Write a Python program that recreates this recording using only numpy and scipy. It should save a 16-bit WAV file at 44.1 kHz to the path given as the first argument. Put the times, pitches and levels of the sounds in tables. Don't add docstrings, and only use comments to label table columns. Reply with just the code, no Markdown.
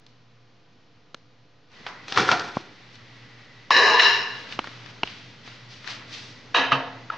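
import sys
import numpy as np
from scipy import signal
from scipy.fft import rfft, irfft
from scipy.io import wavfile
from scipy.ndimage import uniform_filter1d, minimum_filter1d

SR = 44100
rng = np.random.default_rng(int(sys.argv[2]) if len(sys.argv) > 2 else 0)


def digitize_waveform(pressure):
    field = np.atleast_2d(pressure).T
    bounded = np.clip(field, -1, 1)
    quanta = np.round(bounded * 32767).astype(np.int16)
    wavfile.write(sys.argv[1], SR, quanta)


N = 316197
T = np.arange(N) / SR
SIDES = np.array([[1], [-1]])


def undb(db):
    return 10 ** (np.asarray(db) / 20)


def unit(x):
    return x / np.sqrt(np.mean(x ** 2))


def level_db(rows):
    s, db = np.transpose(rows)
    return np.interp(T, s, db, left=-200, right=-200)


def colour(x, points):
    hz, db = np.transpose(points)
    f = np.maximum(np.fft.rfftfreq(x.shape[-1], 1 / SR), 1)
    gain = undb(np.interp(np.log(f), np.log(hz), db))
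    return irfft(rfft(x) * gain, x.shape[-1])


def ring(x, hz, width):
    b, a = signal.iirpeak(hz, hz / width, fs=SR)
    return signal.lfilter(b, a, x)


def band(x, lo_hz, hi_hz):
    return signal.sosfilt(signal.butter(2, [lo_hz, hi_hz], "band", fs=SR, output="sos"), x)


def walk(rate):
    k = int(SR / rate)
    steps = np.repeat(rng.standard_normal(N // k + 1), k)
    smooth = uniform_filter1d(uniform_filter1d(steps, k), k)
    return unit(smooth[:N])


def grit(spread_db, patchy_db):
    size = undb(spread_db * rng.exponential(size=N) + patchy_db * walk(90))
    return unit(size * rng.standard_normal(N))


def pair(x, pan_db):
    return x * undb(pan_db * SIDES / 2)


def swell(s, rise_s, hold_s, fade_s):
    before = (s - T) / max(rise_s, .002)
    after = np.maximum(T - s - hold_s, 0) / max(fade_s, .01)
    return undb(-60 * np.where(T < s, before, after))


def strokes(rows):
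    shapes = np.array([swell(*row[:4]) for row in rows])
    layers = undb([row[4:] for row in rows]).T
    return np.sqrt(layers ** 2 @ shapes ** 2)


def room(x):
    # band centre in Hz, fall by 60 dB in seconds, level in dB.
    wall_bands = [(161, 1, -1.5), (364, 0.67, 2.5), (1020, 0.65, 1.5), (2500, 0.84, -6.5), (5000, 0.27, -1)]
    t = T[:SR]
    tail = 0
    for hz, t60, db in wall_bands:
        mid, side = (unit(band(rng.standard_normal(SR), hz / 1.64, hz * 1.67)) for _ in range(2))
        fade = np.sqrt(hz) * undb(db - 60 * t / t60)
        tail = tail + fade * (mid + np.clip(hz / 4000, .15, .7) * side * SIDES)
    tail = tail * np.clip((t - .008) / 0.017, 0, 1)
    tail = tail / np.sqrt(np.sum(tail[0] ** 2))
    return signal.fftconvolve(x[None], tail, axes=1)[:, :N]


def air():
    # frequency in Hz, density in dB per Hz, relative.
    air_shape = [(25, -27), (80, -15.5), (114, -6), (145, -10.5), (303, -9.5), (350, -16.5), (453, -13),
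                 (680, -19), (1670, -20), (2280, -21), (4030, -22.5), (7300, -26), (9490, -59)]
    # time in seconds, level in dB.
    air_contour = [(0, -63), (1.68, -65), (1.8, -54.5), (2.7, -57), (3.6, -57), (4.5, -50.5), (5.5, -54),
                   (6.5, -51), (7.17, -51.5)]
    # frequency in Hz, rms level in dB.
    early_tones = [(150.7, -71.5), (301.5, -79), (349.9, -86), (452.2, -76.5), (500.6, -75), (699.8, -75.5),
                   (802.1, -81), (1001, -80), (1200, -81), (1249, -84), (1400, -87), (1502, -82),
                   (1900, -82.5), (2299, -94), (2498, -81), (2998, -83)]
    # time in seconds, level in dB.
    hum_contour = [(0, -60.5), (.35, -59.5), (.75, -66.5), (1.4, -60.5), (1.8, -71), (1.95, -57),
                   (2.3, -62.5), (3.13, -51.5), (3.73, -55), (4.47, -56.5), (4.8, -46.5), (5.2, -53),
                   (5.95, -49), (6.55, -55), (7.07, -49), (7.17, -65.5)]
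    # centre in Hz, width in Hz.
    hiss_band = (1970, 97)
    # time in seconds, level in dB.
    hiss_contour = [(1.75, -59), (1.95, -51.5), (2.9, -61), (3.4, -54), (3.7, -58), (4.7, -62.5),
                    (5.5, -59), (6.5, -57.5), (7.17, -55)]
    hum_hz, halo_width_hz, halo_db, octave_db = 119.6, 29, -10.5, -13

    mid, side = (colour(rng.standard_normal(N), air_shape) for _ in range(2))
    side = colour(side, [(100, -13.0), (1000, -10.5), (3000, -9)])
    scale = np.std(band(mid, 150, 900))
    tone = (mid + side * SIDES) / scale * undb(level_db(air_contour) + 0.64 * walk(2.92))

    lines = 0
    for hz, db in early_tones:
        lines = lines + np.sqrt(2) * undb(db) * np.sin(2 * np.pi * (hz * T + rng.random()))
    lines = lines * (T < 1.72)

    halo = ring(rng.standard_normal(N), hum_hz, halo_width_hz)
    halo = unit(ring(halo, hum_hz, 2 * halo_width_hz))
    turn = 2 * np.pi * hum_hz * T
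    hum = np.sin(turn) + undb(octave_db) * np.sin(2 * turn) + undb(halo_db) * halo
    hum = undb(level_db(hum_contour)) * hum

    rumble = undb(-67.5) * unit(band(rng.standard_normal(N), 17, 62))
    hiss = unit(ring(rng.standard_normal(N), *hiss_band)) * undb(level_db(hiss_contour))
    return tone + lines + hum + rumble + hiss


def knocks():
    # start in seconds, peak of the ring in dB, ring in Hz,
    # width as a share of it (held to 0.1..2), chatter's fall by 60 dB in seconds, thump, snap and
    # room send in dB relative to the ring, left minus right in dB.
    hits = [(.063, -35, 4610, .5, 0.034, -15, -17, -1.5, 1.5),
            (1.143, -25, 2010, 2.3, 0.012, 0, 8.5, -22, 1), (1.716, -40, 4800, .5, .015, -15, -13, -23, .5),
            (1.863, -18, 1230, 1.4, 0.082, -19, -9, 1, -0.5), (2.08, -24, 2500, 1.8, 0.023, -12, 8, 0, 1),
            (2.121, -6.5, 3230, 1.1, 0.03, -17, -21, -4, 1.5),
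            (2.159, -16, 1760, 0.84, 0.029, -18, -12, -27, 8),
            (2.172, -2, 1320, 0.092, 0.057, -35, -3, -9, 2),
            (2.182, -11.5, 1460, 0.72, 0.0257, -9, -22, -23, 4),
            (2.287, -3.5, 1390, 0.083, 0.035, -24, -24, -8, 1.5),
            (2.313, -3, 1390, 2.05, 0.053, -11, -1.5, -17, 2),
            (2.394, -13, 4530, 0.23, 0.017, -23, -18, -20, 3.5),
            (2.567, -8, 284, 1.84, 0.012, 2, -34, -26.5, 0.5),
            (2.953, -33, 4610, 0.35, 0.017, -20, -19, -9, 4),
            (3.704, -3, 1060, 0.079, 0.026, -37, -4, -18.5, .5),
            (3.995, -8.5, 1760, 0.44, 0.022, -29, -5.5, 11.5, -1),
            (4.522, -17.5, 2900, 0.89, 0.021, -19, -14, -26, 0),
            (4.589, -12, 2300, 0.4, 0.016, -1, -5, -32, 0), (4.64, -27, 1320, 0.52, 0.049, -7, -1, -23, 0),
            (4.67, -22.5, 1790, 0.63, 0.041, -9.5, -20, -26, 1),
            (4.859, -32.5, 2060, 1.2, 0.027, -24, -24, -17, 20),
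            (5.031, -8.5, 2900, 0.15, 0.019, -0.5, -35, -5.5, 0),
            (5.072, -21, 3030, 0.24, 0.045, -18, -20, -25, -2),
            (5.474, -31.5, 1870, 2, 0.014, -4, 2.5, -27, 5), (5.842, -30, 1380, 0.24, 0.024, -33, -7, 6, 4),
            (5.873, -25.5, 1770, 0.2, .015, -35, 5, -16, 13),
            (6.544, -9.5, 1130, 0.21, 0.012, -20, -11, 9, 0.5),
            (6.717, -5.5, 1260, 0.074, 0.062, -20, -27.5, -4, 0.5),
            (7.099, -14, 1300, 0.17, .028, -24, -38, -4.5, 1.5)]
    near, sent = np.zeros((2, N + SR)), np.zeros(N + SR)
    t = T[:SR // 10]
    click_s = .003
    click = 1. * (np.arange(len(t)) == int(click_s * SR))

    def peak(x):
        return x / np.abs(x).max()

    for s, db, hz, share, t60, thump_db, snap_db, room_db, pan_db in hits:
        noise = rng.standard_normal(len(t))
        fade = np.clip(t / 0.0024, 0, 1) ** 2 * undb(-60 * np.maximum(t - click_s, 0) / t60)
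        contact = click + undb(-19) * fade * noise
        gains = undb(db + np.array([0, thump_db, snap_db]))
        part = ring(ring(contact, hz, np.clip(share, .1, 2) * hz), hz, 3.5 * hz)
        thump = -band(contact, 190, 1250)
        snap = -band(contact, 2300, 8100)
        hit = gains @ np.array([peak(part), peak(thump), peak(snap)])
        i = int(s * SR)
        near[:, i:i + len(t)] += pair(hit, pan_db)
        blunt = gains[0] * peak(ring(click, hz, hz)) + gains[2] * peak(band(click, 3000, 7200))
        sent[i:i + len(t)] += undb(room_db) * blunt
    return near[:, :N] + room(sent[:N])


def rustle():
    # time in seconds, level in dB.
    stir_contour = [(1.68, -72), (1.74, -51.5), (2.6, -54), (3.0, -52.5), (3.55, -53.5), (3.7, -57.5),
                    (4.4, -43), (4.9, -51), (5.39, -66), (6.5, -59), (7.17, -63)]
    # peak time in seconds, peak in dB,
    # fall by 60 dB in seconds (at least 0.01), centre in Hz, width in octaves.
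    single_rubs = [(1.89, -42, -0.34, 2200, .8), (2.075, -53, 2.5, 2080, .8), (2.953, -48.5, 0.1, 3800, .6),
                   (4.53, -36.5, 0.16, 2870, .8), (4.655, -45, 1.8, 1940, 0.95),
                   (4.91, -43.5, -0.1, 2700, 0.96), (5.1, -42.5, 1.36, 3150, 0.25),
                   (5.47, -43, 1.2, 2570, 1), (5.72, -43, 0.9, 3630, 0.49), (5.885, -36.5, 0.82, 1840, 0.5),
                   (5.905, -33, 0.32, 4340, 0.35), (6.138, -34.5, 0.87, 4320, 0.78)]
    stir_hz, stir_octaves, rub_rise_s = 2200, 0.9, 0.21
    centres = 700 * 2 ** np.arange(0, 3.4, .5)
    bands = [[unit(ring(grit(0.7, 0.92), hz, hz / 1.12)) for _ in range(2)] for hz in centres]

    def hump_db(centre_hz, octaves):
        weight = 1 / (1 + (np.log2(centres / centre_hz) / octaves) ** 2) ** 1.16
        return 20 * np.log10(weight / np.sqrt(np.sum(weight ** 2)))

    rows = [(s, rub_rise_s, 0, fade_s, *(db + hump_db(hz, octaves)))
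            for s, db, fade_s, hz, octaves in single_rubs]
    stir_db = level_db(stir_contour) + 0.74 * walk(20)
    stir = undb(hump_db(stir_hz, stir_octaves)[:, None] + stir_db)
    gains = np.hypot(strokes(rows), stir)
    cloth = sum(g * (mid + 0.43 * side * SIDES) for g, (mid, side) in zip(gains, bands))
    return pair(cloth, .8)


def rattle():
    # peak time in seconds,
    # fall by 60 dB in seconds, level in dB, bass and treble in dB relative to it.
    jolts = [(2.088, 0.9, -38.5, -4.5, 3), (2.129, 0.9, -32.5, -8.5, -3), (2.175, 0.76, -17, -3, -3.5),
             (2.296, 0.65, -28, -5.5, -1.5), (2.325, 0.2445, -17.5, -10.5, -7.5),
             (2.44, 0.45, -33.5, -6, -2), (2.553, 0.36, -43, -7.5, 3)]
    # frequency in Hz, width in Hz, gain in dB.
    case_modes = [(452, 220, -12), (740, 92, 4.5), (990, 420, -11.5), (1390, 170, -1), (1810, 390, -4),
                  (2320, 180, -1.5), (3400, 490, -15.5), (4080, 220, -31), (5140, 380, -19),
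                  (5700, 300, -21)]
    rise_s = 0.057
    gains = strokes([(s, rise_s, 0, fade_s, db + bass_db, db, db + treble_db)
                     for s, fade_s, db, bass_db, treble_db in jolts])
    drive = grit(2, 1.5)
    body = undb(-12.5) * drive
    for hz, width, db in case_modes:
        body = body + undb(db) * ring(drive, hz, width)
    edges = [(80, 510), (600, 1690), (2500, 8300)]  # bass, middle, treble in Hz
    return sum(g * unit(band(body, *edge)) for g, edge in zip(gains, edges))


def stick_slip(rows, modes, between_db, swell_db):
    drive = grit(0.93, 0.94)
    edges = [300, 800, 1450, 2300, 3450, 7500]  # bass, middle, ring, presence, treble in Hz
    groups = np.array([undb(between_db) * band(drive, *edge) * np.ones((2, 1))
                       for edge in zip(edges, edges[1:])])
    for k, (hz, width, db) in enumerate(modes):
        mode = ring(drive * undb(swell_db * walk(16)), hz, width)
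        aim = 1 + min(hz / 7000, .35) * rng.uniform(-1.5, 1.5) * SIDES
        groups[np.searchsorted(edges, hz) - 1] += (-1) ** k * undb(db) * aim * mode
    friction = sum(g * unit(x) for g, x in zip(strokes(rows), groups))
    touch_s = 0.0038
    return friction * (T > rows[0][0] - touch_s)


def plate_on_glass():
    # time of full level in seconds, rise over 60 dB in seconds (at least 0.002),
    # hold in seconds, fall by 60 dB in seconds (at least 0.01), then dB of bass, middle, ring,
    # presence and treble modes.
    slides = [(3.716, 1, 0.024, .5, -29.5, -24.5, -18, -25, -21.5),
              (3.765, -0.77, 0.095, 0.9958, -24.5, -23.5, -17.5, -23, -20.5),
              (3.968, 1, 0.011, -0.1, -38, -19.5, -27, -32.5, -34),
              (3.997, .04, 0.0035, 0.09, -36, -25, -11.5, -19, -20.5),
              (4.03, 0.25, 0.056, .5, -40, -26, -21.5, -20.5, -21),
              (4.14, -0.7, .01, 0.58, -43, -34, -26.5, -33, -29)]
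    # frequency in Hz, width in Hz, gain in dB.
    plate_modes = [(395.2, 32.7, -7), (404.5, 33.3, -3.5), (464, 27, -9.5), (644, 14, -11.5), (739, 20, -9),
                   (868, 18, -7.5), (964, 63, -3), (1094, 132, -6), (1215, 54, -7), (1430, 21, -18.5),
                   (1700, 76, 0.5), (1760, 12, 10.5), (1915, 94, -2), (2680, 193, -9.5), (2742, 67, -4),
                   (2900, 74, -6), (3190, 49, -14), (3817, 98, -15.5), (3900, 31, -9.5), (3983, 65, -9),
                   (4540, 33, -47), (5040, 71, -14), (5190, 120, -19.5), (5360, 160, -13.5),
                   (6070, 44, -41), (7100, 74, -20.5)]
    return stick_slip(slides, plate_modes, -25, 1.5)


def footfalls():
    # time in seconds, peak in dB.
    steps = [(4.59, -33.5), (5.033, -31.5)]
    hz, fade_s = 50, .12
    return sum(undb(db) * swell(s, .01, 0, fade_s) * np.sin(2 * np.pi * hz * (T - s)) for s, db in steps)


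def squash_on_plate():
    # time of full level in seconds, rise over 60 dB
    # in seconds, hold in seconds, fall by 60 dB in seconds, then dB of bass, middle, ring,
    # presence and treble modes.
    rocking = [(6.547, 0.021, .003, 0.26, -40, -22.5, -25.5, -22, -24),
               (6.57, 0.17, 0.024, 0.49, -33, -27, -24.5, -25.5, -28.5),
               (6.722, 0.048, 0.0036, 0.14, -28.5, -15, -21.5, -19.5, -29),
               (6.75, .15, 0.0076, 0.46, -28.5, -32, -38.5, -36, -45.5),
               (7.115, .05, 0.026, .3, -52, -42, -43, -56, -58)]
    # frequency in Hz, width in Hz, gain in dB.
    loaded_modes = [(476, 43, -3), (702, 48, 2), (889, 38, 2), (1060, 290, -3.5), (1260, 30, 0.5),
                    (1690, 49, 6), (1958, 27, 3), (2585, 290, 5.5), (3110, 145, 7), (3270, 100, -1.5),
                    (3824, 130, 2), (4030, 140, -4), (4260, 100, -31), (5200, 130, -33.5), (6400, 75, -12)]
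    return stick_slip(rocking, loaded_modes, -17.0, 1.0)


def landings():
    # start in seconds, level in dB, extra on the lowest mode in dB.
    blows = [(6.584, -30, -7), (6.721, -27, 11.5)]
    # frequency in Hz, fall by 60 dB in seconds, level in dB.
    floor_modes = [(133.5, 0.41, -11.5), (266.5, 0.68, 0.8)]
    out = 0
    for s, db, deep_db in blows:
        t = np.maximum(T - s, 0)
        onset = np.minimum(t / 0.0062, 1)
        for (hz, t60, mode_db), reach_db in zip(floor_modes, (deep_db, 0)):
            decay = undb(db + mode_db + reach_db - 60 * t / t60)
            out = out + decay * onset * np.sin(2 * np.pi * hz * t)
    return out


def scene():
    door = pair(rattle(), -0.16)
    plate = pair(plate_on_glass(), 0.58)
    squash = pair(squash_on_plate() + landings(), 0.33)
    walls = room(undb(-17.0) * door[0] + undb(-14.0) * plate[0] + undb(-17.0) * squash[0])
    return air() + knocks() + rustle() + door + plate + footfalls() + squash + walls


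def record(dry):
    # frequency in Hz, gain in dB.
    mic_response = [(20, -15.5), (60, -8), (100, 0), (4500, -1), (6000, -6), (7400, -19.5), (8500, -26),
                    (9700, -38), (20000, -78.5)]
    top_hz, window = 15700, SR // 200
    heard = colour(dry, mic_response)
    need = np.minimum(.95 / (np.abs(heard).max(axis=0) + 1e-9), 1)
    gain = uniform_filter1d(minimum_filter1d(need, size=window), size=window)
    low_pass = signal.ellip(8, .2, 70, top_hz, fs=SR, output="sos")
    return signal.sosfilt(low_pass, gain * heard) + .0013


dry = scene()
out = record(dry)
digitize_waveform(out)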